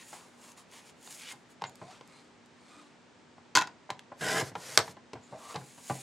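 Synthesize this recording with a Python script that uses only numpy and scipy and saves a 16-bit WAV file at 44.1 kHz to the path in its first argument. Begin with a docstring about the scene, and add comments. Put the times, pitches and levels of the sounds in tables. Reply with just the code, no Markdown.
"""Cutting card on a paper trimmer

A strip of card is slid into place on a plastic trimmer, on a table in a small quiet room. The clear
guide arm snaps shut with a rattle, the blade carriage rasps through the card, glides back and cracks
against its end stop; then the arm is lifted and the strip drawn away. Rubbing is made of many tiny
random slips, blows are short bursts of noise, and ringing or squeaking parts are sine waves."""
import sys
import numpy as np
from scipy import signal
from scipy.fft import rfft, irfft, next_fast_len
from scipy.io import wavfile
from scipy.ndimage import uniform_filter1d, map_coordinates

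SR = 44100
rng = np.random.default_rng(int(sys.argv[2]) if len(sys.argv) > 2 else 0)


def generate_wav(sig):
    """Save sig (samples, or channels by samples) to the path in sys.argv[1] as 16-bit PCM at SR."""
    pcm = np.round(np.clip(np.atleast_2d(sig).T, -1, 1) * 32767).astype(np.int16)
    wavfile.write(sys.argv[1], SR, pcm)


N = 265570  # length of the scene in samples

# Levels in the event tables are relative: the sounds are mixed and scaled again later.
# Pushes of the card over the bed. Each row: start in seconds, length in seconds, time to rise 20 dB
# in seconds, time to fall 20 dB in seconds, rub in dB, rustle in dB, hiss in dB.
CARD_PUSHES = [(0.0, 0.024, .03, .04, -62, -52.5, -56), (0.09, 0.065, .12, .09, -72, -57, -52.5),
               (0.135, 0.04, .03, .26, -54.5, -62, -61), (0.43, .09, .09, .04, -60, -62, -59.5),
               (0.575, 0.025, .02, .05, -58.5, -59, -59.5), (0.738, 0.045, .05, .07, -59, -53, -56.5),
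               (0.865, 0.035, .07, .03, -65, -58, -61), (1.06, .05, .07, .06, -62, -57, -51),
               (1.11, .09, .04, .16, -65, -58, -50), (1.235, 0.05, .09, .03, -68, -46, -58),
               (1.29, 0.034, .03, .015, -58, -46, -48.5), (1.505, .015, .02, .03, -72, -68, -64),
               (1.908, .015, .008, .14, -58, -56, -72), (5.391, 0.17, .03, .05, -55, -63, -60),
               (5.503, 0.024, .09, .015, -50, -52, -53.5), (5.59, 0.2, .06, .03, -74, -64.5, -60),
               (5.87, 0.14, .15, .05, -62, -55.5, -49)]
# Taps of fingers, arm and carriage on the bed. Each row: time in seconds, knock in dB, thud in dB,
# click in dB, upper edge of the contact's sound in Hz, note in Hz, the note's 60 dB fade in seconds.
BED_TAPS = [(0.129, -47, -70, -55, 12000, 724, .09), (1.075, -55, -68, -52, 9000, 1000, .025),
            (1.335, -56, -62, -65, 8000, 800, .05), (1.614, -57, -70, -60, 5000, 1100, .03),
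            (1.62, -37, -49, -44, 7500, 900, .035), (1.6395, -40, -52, -39.5, 4800, 920, .06),
            (1.649, -48, -60, -46, 2600, 1460, .12), (1.815, -48, -48, -62, 3000, 603, .09),
            (2.01, -53, -62, -56, 5000, 764, .03), (3.381, -57, -63, -70, 3000, 810, .035),
            (3.892, -45.5, -70, -72, 4000, 774, .06), (3.903, -35.5, -51, -37, 9000, 1000, .06),
            (3.993, -62, -75, -49, 14000, 2100, .025), (4.118, -44.5, -58, -64, 1800, 598, .055),
            (4.416, -40, -46, -49, 9000, 630, .045), (4.424, -48, -38, -64, 3000, 450, .035),
            (4.516, -55, -49.5, -66, 4000, 880, .06), (4.553, -37, -46, -45, 6000, 950, .06),
            (4.878, -47, -50, -51, 3000, 1000, .06), (4.968, -53, -59.5, -60.5, 5000, 1030, .05),
            (5.133, -46, -43, -47, 8000, 1027, .07), (5.154, -47, -56, -64, 3000, 967, .1),
            (5.324, -44.5, -49, -66, 900, 560, .12), (5.544, -46.5, -50, -48, 8000, 839, .04),
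            (5.553, -39, -48, -52, 6000, 785, .06), (5.559, -42, -43, -41, 7500, 880, .09),
            (5.613, -52, -54, -62, 2500, 535, .06), (5.778, -56, -62, -71, 3000, 960, .1),
            (5.898, -34, -39, -46, 5000, 1168, .06), (5.904, -36, -40, -56, 3000, 570, .08)]
# Catches of the card's edge. Each row: time in seconds, level in dB.
EDGE_TICKS = [(0.519, -61), (0.715, -65), (1.028, -65), (1.108, -60), (1.126, -54), (1.148, -59),
              (1.323, -55), (1.696, -63), (1.756, -61), (2.076, -66), (2.46, -72)]
# The thumb slips off the card. One row: start in seconds, length in seconds, level in dB,
# first pitch in Hz, last pitch in Hz.
THUMB_SLIP = (1.295, .04, -54, 3200, 1100)
# Creaks and squeaks of the plastic. Each row: start in seconds, length in seconds, level in dB,
# pitch in Hz, glide in Hz per second, overtones in dB, random changes per second.
PLASTIC_CREAKS = [(1.672, .004, -53, 7000, 0, -35, 1200), (1.83, .02, -54, 658, 1000, -25, 200),
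                  (1.888, .015, -51, 745, 500, -25, 100), (2.14, .06, -67, 4080, 100, -30, 250),
                  (2.71, .095, -61, 1220, 0, -10, 55), (2.765, .08, -60, 296, 0, -22, 25),
                  (5.235, .025, -63, 7050, 0, -30, 1200), (5.331, .03, -47.5, 569.5, 2803, -25, 260),
                  (5.42, .05, -56, 1080, 2000, -20, 260), (5.489, .035, -53, 1205, -1200, -18, 260)]
# Turns of the guide arm in its hinge. Each row: start in seconds, length in seconds, level in dB.
HINGE_SCUFFS = [(1.83, .02, -59.5), (1.888, .012, -58), (2.14, .05, -60.5), (2.71, .085, -59.5),
                (2.775, .049, -63.5), (5.331, .0245, -60.5), (5.42, .05, -68), (5.489, .03, -62)]
# The guide arm chatters into its catch. Each row: time in seconds, ring in dB, crack in dB.
ARM_CHATTER = [(3.5522, -20, -26), (3.5579, -24, -26), (3.565, -25, -28.5), (3.5714, -16.5, -29),
               (3.5825, -25, -34), (3.5884, -28, -37), (3.6115, -32, -41), (3.6145, -25.5, -50),
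               (3.6212, -34, -42), (3.6725, -42, -52)]
# Passes of the carriage along its rail. Each row: start in seconds, length in seconds,
# level at full speed in dB, how much weaker it starts in dB.
CARRIAGE_PASSES = [(4.203, .29, -49, 1.5), (4.566, 0.195, -42, 16.5), (4.82, .095, -52.5, 0)]
# Strength of the cut as the blade crosses the card. Each row: time in seconds,
# level of the rail's ring in dB, level of the treble in dB, both before the offsets below.
CUT_LEVELS = [(4.213, -40, -42), (4.313, -34, -35), (4.325, -40, -36), (4.373, -30, -35), (4.409, -37, -35),
              (4.416, -32, -36)]
# The carriage hits its end stop and rebounds. Each row: time in seconds, crack in dB, body in dB.
STOP_HITS = [(4.775, -21, -29), (4.7763, -20, -26.5), (4.7905, -34, -34), (4.7995, -50, -34)]

# Ringing notes of the guide arm. Each row: pitch in Hz, relative level in dB, 60 dB fade in seconds.
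ARM_NOTES = [(339, -22, .13), (851, -5.5, .075), (909, -3, .08), (952, -5, .07), (1014, 1.5, .08),
             (1286, -14, .09), (1373, -11, .07), (1431, -1.5, .055), (1475, -.5, .055), (1570, -11, .08),
             (1845, -12, .07), (2005, -14, .1), (2565, -13, .06), (2635, -8, .065), (5913, -15, .05)]
# Resonances of the trimmer's bed. Each row: centre in Hz, width in Hz, level in dB.
BED_RESONANCES = [(145, 60, -3), (447, 44, -2), (640, 40, -9), (775, 110, -3), (1020, 57, -7),
                  (1410, 80, -5), (1570, 100, -4), (2020, 70, -7), (2990, 240, -8), (3570, 120, -9),
                  (4160, 80, -10), (5110, 270, -10), (6150, 210, -13), (6890, 250, -11), (7500, 230, -11)]
# Resonances of the rail that slide during the cut. Each row: first pitch in Hz, last pitch in Hz,
# first relative level in dB, last relative level in dB.
SLIDING_RAIL_NOTES = [(1590, 1260, 2, -5), (1480, 1680, -6, 2), (1740, 2090, -6, -3), (2000, 1800, -5, -8)]
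# How long the room echoes at each pitch. Each row: frequency in Hz, 60 dB fade in seconds.
ROOM_FADE = [(100, .36), (300, 0.48), (1000, 0.22), (5000, 0.17), (12000, 0.1)]

# Tone colours. Each row, in all of the tables below: frequency in Hz, relative level in dB.
# Still air of the room
AIR_COLOUR = [(15, -43), (25, -33), (60, -24), (100, -15), (197, -10.5), (240, -12), (265, -11),
              (366, -12.5), (425, -14), (470, -14.5), (699, -18), (919, -15.5), (1040, -19.5),
              (1800, -21.5), (7500, -34), (9200, -42), (11500, -80), (20900, -120)]
# Card rubbing on the bed
RUB_COLOUR = [(100, -28), (300, -5), (600, 0.5), (1100, 3), (2200, -12.5), (4200, -11), (8000, -12),
              (14000, -38)]
# Card rustling as it flexes
RUSTLE_COLOUR = [(600, -25.5), (1500, -11), (2300, -3.5), (4200, -10.5), (6500, -12.5), (12000, -43)]
# Card hissing under the fingers
HISS_COLOUR = [(1500, -23.5), (4500, -5.5), (6000, -8), (6700, 2), (8200, -2.5), (10500, -4.5),
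               (13000, -19), (16000, -17)]
# Ticks of the card's edge and crackle of its fibres
TICK_COLOUR = [(300, -30), (2000, -6), (4500, -4), (6800, 1), (10000, -4), (16000, -20)]
# Knock of the bed
KNOCK_COLOUR = [(40, -51), (120, -26), (300, -5), (480, -2.5), (850, 5), (1300, -5.5), (2000, -8.5),
                (3500, -23.5), (9000, -61)]
# Click of a tap
CLICK_COLOUR = [(60, -50.5), (500, -19), (1500, 7.5), (4000, 5.5), (5500, 2), (8000, -3), (12000, -11.5),
                (16000, -34)]
# Thud of the table
THUD_COLOUR = [(30, -42), (65, -37), (88, -3.5), (135, 3), (250, -6), (450, -7.5), (1200, -61)]
# Scuff of the arm's hinge
SCUFF_COLOUR = [(40, -46), (200, -9), (300, 3), (450, -8), (850, -4.5), (1200, 1), (1600, -9.5), (2250, -4),
                (3100, -11), (4100, -6.5), (5200, -11.5), (8500, -11.5), (14000, -41)]
# Dull clatter of the arm's catch
CATCH_COLOUR = [(30, -26), (70, -14), (130, -4), (400, -2), (700, -2), (1000, 5), (1200, -2), (1500, 3),
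                (2000, -1), (2900, -7), (3940, -10), (7060, -19), (12700, -38), (16000, -70)]
# Dry crack of the arm's catch
CATCH_CRACK_COLOUR = [(60, -50), (500, -17), (1500, -5), (2200, -3), (2800, -5), (4000, 1.5), (5500, 0),
                      (7200, -2), (8500, -12), (12500, -22), (16000, -48)]
# Carriage swishing along the rail
RAIL_COLOUR = [(59, -37.5), (100, 1), (153, 6), (215, -35.5), (271, -7), (373, -3), (452, 3), (836, -2),
               (1870, 0.5), (2750, -5), (6420, -1.5), (11900, -11), (16000, -30.5)]
# Tearing that shakes the bed
TEAR_COLOUR = [(40, -36), (80, -12), (140, -2), (220, 0), (310, 4), (450, -1), (700, 1), (790, -1),
               (870, -7), (1020, -1), (1180, -5), (1500, -6), (2300, -5), (3000, -16), (8000, -50)]
# Treble of the parting fibres
FIBRE_COLOUR = [(1000, -35), (2300, -4), (3000, -6), (3600, -4.5), (4400, -6), (5200, -2.5), (6000, -7.5),
                (7500, -5.5), (8500, -9.5), (10500, -11), (13000, -18), (16000, -30)]
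# Hard crack of the end stop
STOP_CRACK_COLOUR = [(40, -41), (300, -16.5), (1000, -3), (1600, 1), (2750, -5), (4100, 3), (5600, 0),
                     (6300, -5), (8200, -5), (9400, -14.5), (12500, -16), (16000, -47)]
# Solid knock of the frame at the end stop
STOP_BODY_COLOUR = [(30, -55), (65, -30), (90, 0), (130, -6), (220, -12), (420, 2), (620, 0), (760, 2),
                    (1050, 2), (1450, -1), (2100, -5), (2750, -13), (8000, -30), (14000, -45)]
# Rail sizzling out after the end stop
SIZZLE_COLOUR = [(300, -25), (1500, -3), (2800, -7), (4000, -1), (5300, 0), (8200, -7), (12000, -16),
                 (16000, -42)]

TOP_HZ = 15900  # upper limit of the finished sound
SMOOTH_DB = 1.5  # basic depth of colour changes in sliding; some rubs multiply it
# Rise and fall times are the seconds taken for 20 dB.
SCUFF_RISE_S, SCUFF_FALL_S = 0.22, 0.19
CREAK_RISE_S, CREAK_FALL_S = .018, .04
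PASS_RISE_S, PASS_FALL_S = .03, 0.022
CUT_RISE_S, CUT_FALL_S = .004, 0.014
SPEED_UP_S = 0.066  # time constant of the carriage gathering speed
RING_RISE_S = .0012  # time constant of a contact setting the arm ringing
CUT_START_S, CUT_LENGTH_S = 4.211, 0.204
CUT_DB, CUT_SHORTFALL_DB = -33, 8  # shaking bed at full speed; how much weaker it starts
RAIL_RING_DB, FIBRES_DB = -1.5, -.5  # offsets added to the two levels in CUT_LEVELS


def amp(db):
    """Turn decibels into gain."""
    return 10 ** (np.asarray(db) / 20)


def unit(x):
    """Scale to an average strength (rms) of 1."""
    return x / np.sqrt(np.mean(x ** 2) + 1e-20)


def along(points, hz):
    """Read a curve of (Hz, value) points, with frequency on a log axis."""
    f, v = np.transpose(points)
    return np.interp(np.log(hz + 1), np.log(f + 1), v)


def since(start):
    """Seconds since a moment, for every sample."""
    return np.arange(N) / SR - start


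def stroke(start, length, rise, fall):
    """Gain of one movement: it rises to full at the start, holds for its length and dies away."""
    t = since(start)
    before = np.maximum(-t, 0) / rise
    after = np.maximum(t - length, 0) / fall
    return amp(-np.minimum(20 * (before + after), 160))


def wobble(rate):
    """A smooth curve through random points, rate of them a second."""
    points = rng.standard_normal(int(N * rate / SR) + 4)
    return map_coordinates(points, [np.arange(N) * rate / SR])


def filtered(x, response):
    """Multiply the spectrum of x by a response, given as a function of frequency."""
    n = x.shape[-1]
    m = 2 * next_fast_len(n // 2 + 4096)  # spare room for the filter's tail
    return irfft(rfft(x, m) * response(np.fft.rfftfreq(m, 1 / SR)), m)[..., :n]


def coloured(x, spectrum):
    """Give x a (Hz, dB) colour with a filter that acts only after each sound starts."""
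    def response(hz):
        # folding the cepstrum forward in time gives the filter minimum phase
        cepstrum = irfft(np.log(amp(along(spectrum, hz))))
        half = len(cepstrum) // 2
        return np.exp(rfft(np.r_[cepstrum[0], 2 * cepstrum[1:half], np.zeros(half)]))
    return filtered(x, response)


def through_bed(x, direct):
    """The bed's resonances boost some pitches, on top of a share of direct sound."""
    def response(f):
        return direct + sum(amp(db) * 1j * f * width / (centre * centre - f * f + 1j * f * width)
                            for centre, width, db in BED_RESONANCES)
    return filtered(x, response)


def grains(rate, spread_db):
    """Tiny slips at random moments, rate a second on average, of uneven size; rms 1."""
    happens = rng.random(N) < rate / SR
    direction = rng.choice([-1, 1], N)
    return unit(happens * direction * amp(spread_db * rng.standard_normal(N)))


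def friction(spectrum, rate, spread_db, patchy_db):
    """Dense slips whose colour shifts as the contact moves; rms 1."""
    z = signal.stft(grains(rate, spread_db), nperseg=1024)[2]
    # smoothing random levels over pitch and time makes the shifting patches
    patches = uniform_filter1d(rng.standard_normal(z.shape), size=3, axis=0)
    patches = uniform_filter1d(patches, size=6, axis=1)
    slips = signal.istft(z * amp(patchy_db * unit(patches)), nperseg=1024)[1][:N]
    return unit(coloured(slips, spectrum))


def hoarse(hz, rate):
    """A resonance kept going by uneven slips: it follows a pitch curve with random blur; rms 1."""
    phase = 2 * np.pi * np.cumsum(hz) / SR
    return unit(wobble(rate) * np.sin(phase) + wobble(rate) * np.cos(phase))


def speed_up(start, shortfall_db):
    """Gain of the carriage's friction as the hand brings it up to speed."""
    return amp(-shortfall_db * np.exp(-np.clip(since(start), 0, 1) / SPEED_UP_S))


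def blow_time():
    """Seconds from the start of one blow, for each of its samples."""
    return np.arange(SR // 3) / SR


def burst(t60, pulse=0):
    """Crowded, fading vibrations of a contact; pulse adds the strength of the blow itself."""
    t = blow_time()
    shiver = rng.standard_normal(len(t)) * amp(-60 * t / t60)
    return shiver / np.linalg.norm(shiver) + pulse * (t == 0)


def add(track, s, db, sound):
    """Place a blow in a track; db is its energy spread over 20 ms."""
    start = round(s * SR)
    sound = amp(db) * sound / np.linalg.norm(sound) * np.sqrt(.02 * SR)
    track[start:start + len(sound)] += sound[:N - start]


def room_tone():
    """Still air is coloured noise from all sides; a faint appliance hum is a wavering sine wave."""
    mid, side = unit(coloured(rng.standard_normal((2, N)), AIR_COLOUR))
    air = mid + amp(-6.5) * np.array([side, -side])
    hum = np.sin(2 * np.pi * 242 * since(0) + 0.49 * wobble(2.9)) * amp(1.8 * wobble(7))
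    return amp(-60.0) * air + amp(-65.0) * hum


def card():
    """Card rubs on the bed, rustles as it flexes and hisses under the fingers, its fibres crackling."""
    power = sum(np.outer(amp(db), stroke(s, length, rise, fall)) ** 2
                for s, length, rise, fall, *db in CARD_PUSHES)
    rub, rustle, hiss = np.sqrt(power)
    low = amp(-1) * rub * friction(RUB_COLOUR, rate=3000, spread_db=2, patchy_db=SMOOTH_DB)
    middle = amp(-2.0) * rustle * friction(
        RUSTLE_COLOUR, rate=2400, spread_db=3.5, patchy_db=1.6 * SMOOTH_DB)
    high = amp(-1.5) * hiss * friction(
        HISS_COLOUR, rate=12000, spread_db=4, patchy_db=1.3 * SMOOTH_DB)
    crackle = amp(-9) * hiss * unit(coloured(grains(rate=260, spread_db=3), TICK_COLOUR))
    return (low + middle + high + crackle) * amp(1.15 * wobble(45))


def taps():
    """A tap is a brief click, a knock of the bed with a fading note, and a slower thud of the table."""
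    out, t = np.zeros(N), blow_time()
    for s, knock_db, thud_db, click_db, edge_hz, hz, t60 in BED_TAPS:
        # the place struck sets the note
        note = np.sin(2 * np.pi * hz * t) * amp(-60 * t / t60)
        dull = signal.butter(2, min(edge_hz, TOP_HZ), fs=SR, output="sos")
        contact = signal.sosfilt(dull, burst(t60, pulse=.5))
        knock = coloured(through_bed(contact, direct=0.99), KNOCK_COLOUR)
        # a fleshy contact, with much knock beside its click, builds up gradually
        softness = np.clip((knock_db - click_db) / 10, .05, 1.5)
        onset = 1 - np.exp(-t / (.001 * softness))
        click = signal.sosfilt(dull, burst(.5 * t60, pulse=.3))
        add(out, s, click_db - 3 - 3 * softness, coloured(click, CLICK_COLOUR))
        add(out, s, knock_db, (unit(knock) + .45 * unit(note)) * onset)
        add(out, s, thud_db, coloured(burst(2 * t60, pulse=.4), THUD_COLOUR))
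    return out


def card_edge():
    """The card's edge catches in dry ticks; the thumb slips off it with a falling swish."""
    out = np.zeros(N)
    for s, db in EDGE_TICKS:
        add(out, s, db, coloured(burst(t60=.012, pulse=.5), TICK_COLOUR))
    s, length, db, from_hz, to_hz = THUMB_SLIP
    hz = from_hz * (to_hz / from_hz) ** np.clip(since(s) / length, 0, 1)
    return out + amp(db) * stroke(s, length, .04, .015) * hoarse(hz, rate=1400)


def creak():
    """Plastic sticks and slips: evenly in a thin squeak with overtones, unevenly in a hoarse creak."""
    out = np.zeros(N)
    for s, length, db, hz, glide_hz, overtone_db, blur in PLASTIC_CREAKS:
        pitch = hz + glide_hz * np.clip(since(s), 0, 2 * length)
        phase = 2 * np.pi * np.cumsum(pitch) / SR + .9 * wobble(blur)
        overtones = np.sin(2 * phase) + .7 * np.sin(3 * phase)
        tone = np.sin(phase) + amp(overtone_db) * overtones
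        level = amp(db) * stroke(s, length, CREAK_RISE_S, CREAK_FALL_S)
        out += level * unit(tone * amp(3 * wobble(blur)))
    return out


def arm_rub():
    """The arm scuffs softly in its hinge, as dense slips under slow swells."""
    level = np.max([amp(db) * stroke(s, length, SCUFF_RISE_S, SCUFF_FALL_S)
                    for s, length, db in HINGE_SCUFFS], axis=0)
    return level * friction(SCUFF_COLOUR, rate=4000, spread_db=5, patchy_db=2 * SMOOTH_DB)


def arm_ring():
    """Every contact tops up the arm's own notes, which ring on through the chatter."""
    times, ring_db, _ = np.transpose(ARM_CHATTER)
    t = np.arange(SR // 2) / SR
    # one line of ages for each contact, zero until it happens
    age = np.maximum(t - (times - times[0])[:, None], 0)
    onset = 1 - np.exp(-age / RING_RISE_S)
    ring = 0
    for hz, db, t60 in ARM_NOTES:
        push_db = db + (ring_db + rng.normal(0, 2, len(times)))[:, None]
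        pushes = amp(push_db - 60 * age / t60) * onset
        phase = 2 * np.pi * (hz * t + rng.random()) + .5 * wobble(120)[:len(t)]
        ring += np.linalg.norm(pushes, axis=0) * np.sin(phase)
    ring *= np.sqrt(2) / np.linalg.norm([amp(db) for _, db, _ in ARM_NOTES])
    return np.pad(ring, (round(times[0] * SR), N))[:N]


def arm_catch():
    """Contacts crack dryly with a dull clatter under the arm's ring; the first thumps the table."""
    out, t = np.zeros(N), blow_time()
    for s, ring_db, crack_db in ARM_CHATTER:
        add(out, s, ring_db - 10.5, coloured(burst(t60=.07), CATCH_COLOUR))
        add(out, s, crack_db, coloured(burst(t60=.015, pulse=.3), CATCH_CRACK_COLOUR))
    thump = coloured(burst(t60=0.3), THUD_COLOUR) * (1 - np.exp(-t / .005))
    add(out, ARM_CHATTER[0][0], -46, thump)
    return out + arm_ring()


def glide():
    """The carriage swishes along its smooth rail, as very dense slips that grow with its speed."""
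    level = sum(amp(db) * stroke(s, length, PASS_RISE_S, PASS_FALL_S) * speed_up(s, shortfall_db)
                for s, length, db, shortfall_db in CARRIAGE_PASSES)
    return level * friction(RAIL_COLOUR, rate=12000, spread_db=4.0, patchy_db=SMOOTH_DB)


def blade():
    """Fibres part in an uneven rasp that shakes the bed; rail notes slide as the carriage travels."""
    s, *levels = np.transpose(CUT_LEVELS)
    rail_db, treble_db = (np.interp(since(0), s, level) for level in levels)
    tear = friction(TEAR_COLOUR, rate=1400, spread_db=2.5, patchy_db=SMOOTH_DB)
    shake = unit(through_bed(tear, direct=.4))
    fibres = friction(FIBRE_COLOUR, rate=4500, spread_db=2, patchy_db=1.8 * SMOOTH_DB)
    fibres = unit(through_bed(fibres, direct=.35) * amp(1.7 * wobble(220)))
    travel = np.clip(since(CUT_START_S) / CUT_LENGTH_S, 0, 1)  # 0 to 1 through the cut
    rail = sum(amp(db0 + (db1 - db0) * travel) * hoarse(hz0 + (hz1 - hz0) * travel, rate=190)
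               for hz0, hz1, db0, db1 in SLIDING_RAIL_NOTES)
    rasp = amp(CUT_DB) * speed_up(CUT_START_S, CUT_SHORTFALL_DB) * shake
    rasp += amp(rail_db + RAIL_RING_DB) * unit(rail)
    rasp += amp(treble_db + FIBRES_DB) * fibres
    return stroke(CUT_START_S, CUT_LENGTH_S, CUT_RISE_S, CUT_FALL_S) * rasp


def end_stop():
    """The carriage cracks hard and the frame knocks; the rail sizzles out and the table thuds."""
    out, t = np.zeros(N), blow_time()
    for s, crack_db, body_db in STOP_HITS:
        add(out, s, crack_db, coloured(burst(t60=.009, pulse=.5), STOP_CRACK_COLOUR))
        add(out, s, body_db, coloured(burst(t60=.09, pulse=.6), STOP_BODY_COLOUR))
    first_hit = STOP_HITS[0][0]
    add(out, first_hit, -32, coloured(burst(t60=0.11), SIZZLE_COLOUR))
    thud = coloured(burst(t60=0.12), THUD_COLOUR) * (1 - np.exp(-t / .005))
    add(out, first_hit, -40, thud)
    return out


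def room(x):
    """Walls answer almost alike at two close microphone ports, most of all in the bass."""
    hz, t, z = signal.stft(rng.standard_normal((2, SR // 2)), SR, nperseg=256)
    fade = amp(-60 * t / along(ROOM_FADE, hz)[:, None])
    tail = signal.istft(z * fade, SR, nperseg=256)[1]
    tail = tail / np.linalg.norm(tail[0])
    delayed = np.pad(x, (SR // 200, 0))[None]  # 5 ms before the walls answer
    mid, side = signal.fftconvolve(delayed, tail, axes=1)[:, :N]
    side = filtered(side, lambda f: amp(along([(150, -15), (800, -16), (4000, -5)], f)))
    return amp(-1.5) * (mid + np.array([side, -side]))


def scene():
    """The trimmer lies close below the microphone, its end stop nearest of all."""
    trimmer = card() + card_edge() + arm_rub() + creak() + blade() + glide() + arm_catch() + taps()
    stop = end_stop()
    # the direct sound is very slightly louder in the first channel than in the second
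    direct = (trimmer + stop) * amp([[.1], [-.1]])
    # the nearer end stop stirs the room less, beside its direct sound
    echo = amp(-11.8) * room(trimmer + amp(-3) * stop)
    return direct + echo + room_tone()


def record(dry):
    """The recorder thins deep bass, rounds off the highest peaks and cuts steeply above its limit."""
    thin = signal.sosfilt(signal.butter(1, 55, "high", fs=SR, output="sos"), dry)
    rounded = thin / (1 + (thin / .9) ** 6) ** (1 / 6)
    return filtered(rounded, lambda hz: 1 / (1 + (hz / TOP_HZ) ** 120))


dry = scene()
out = record(dry)
generate_wav(out)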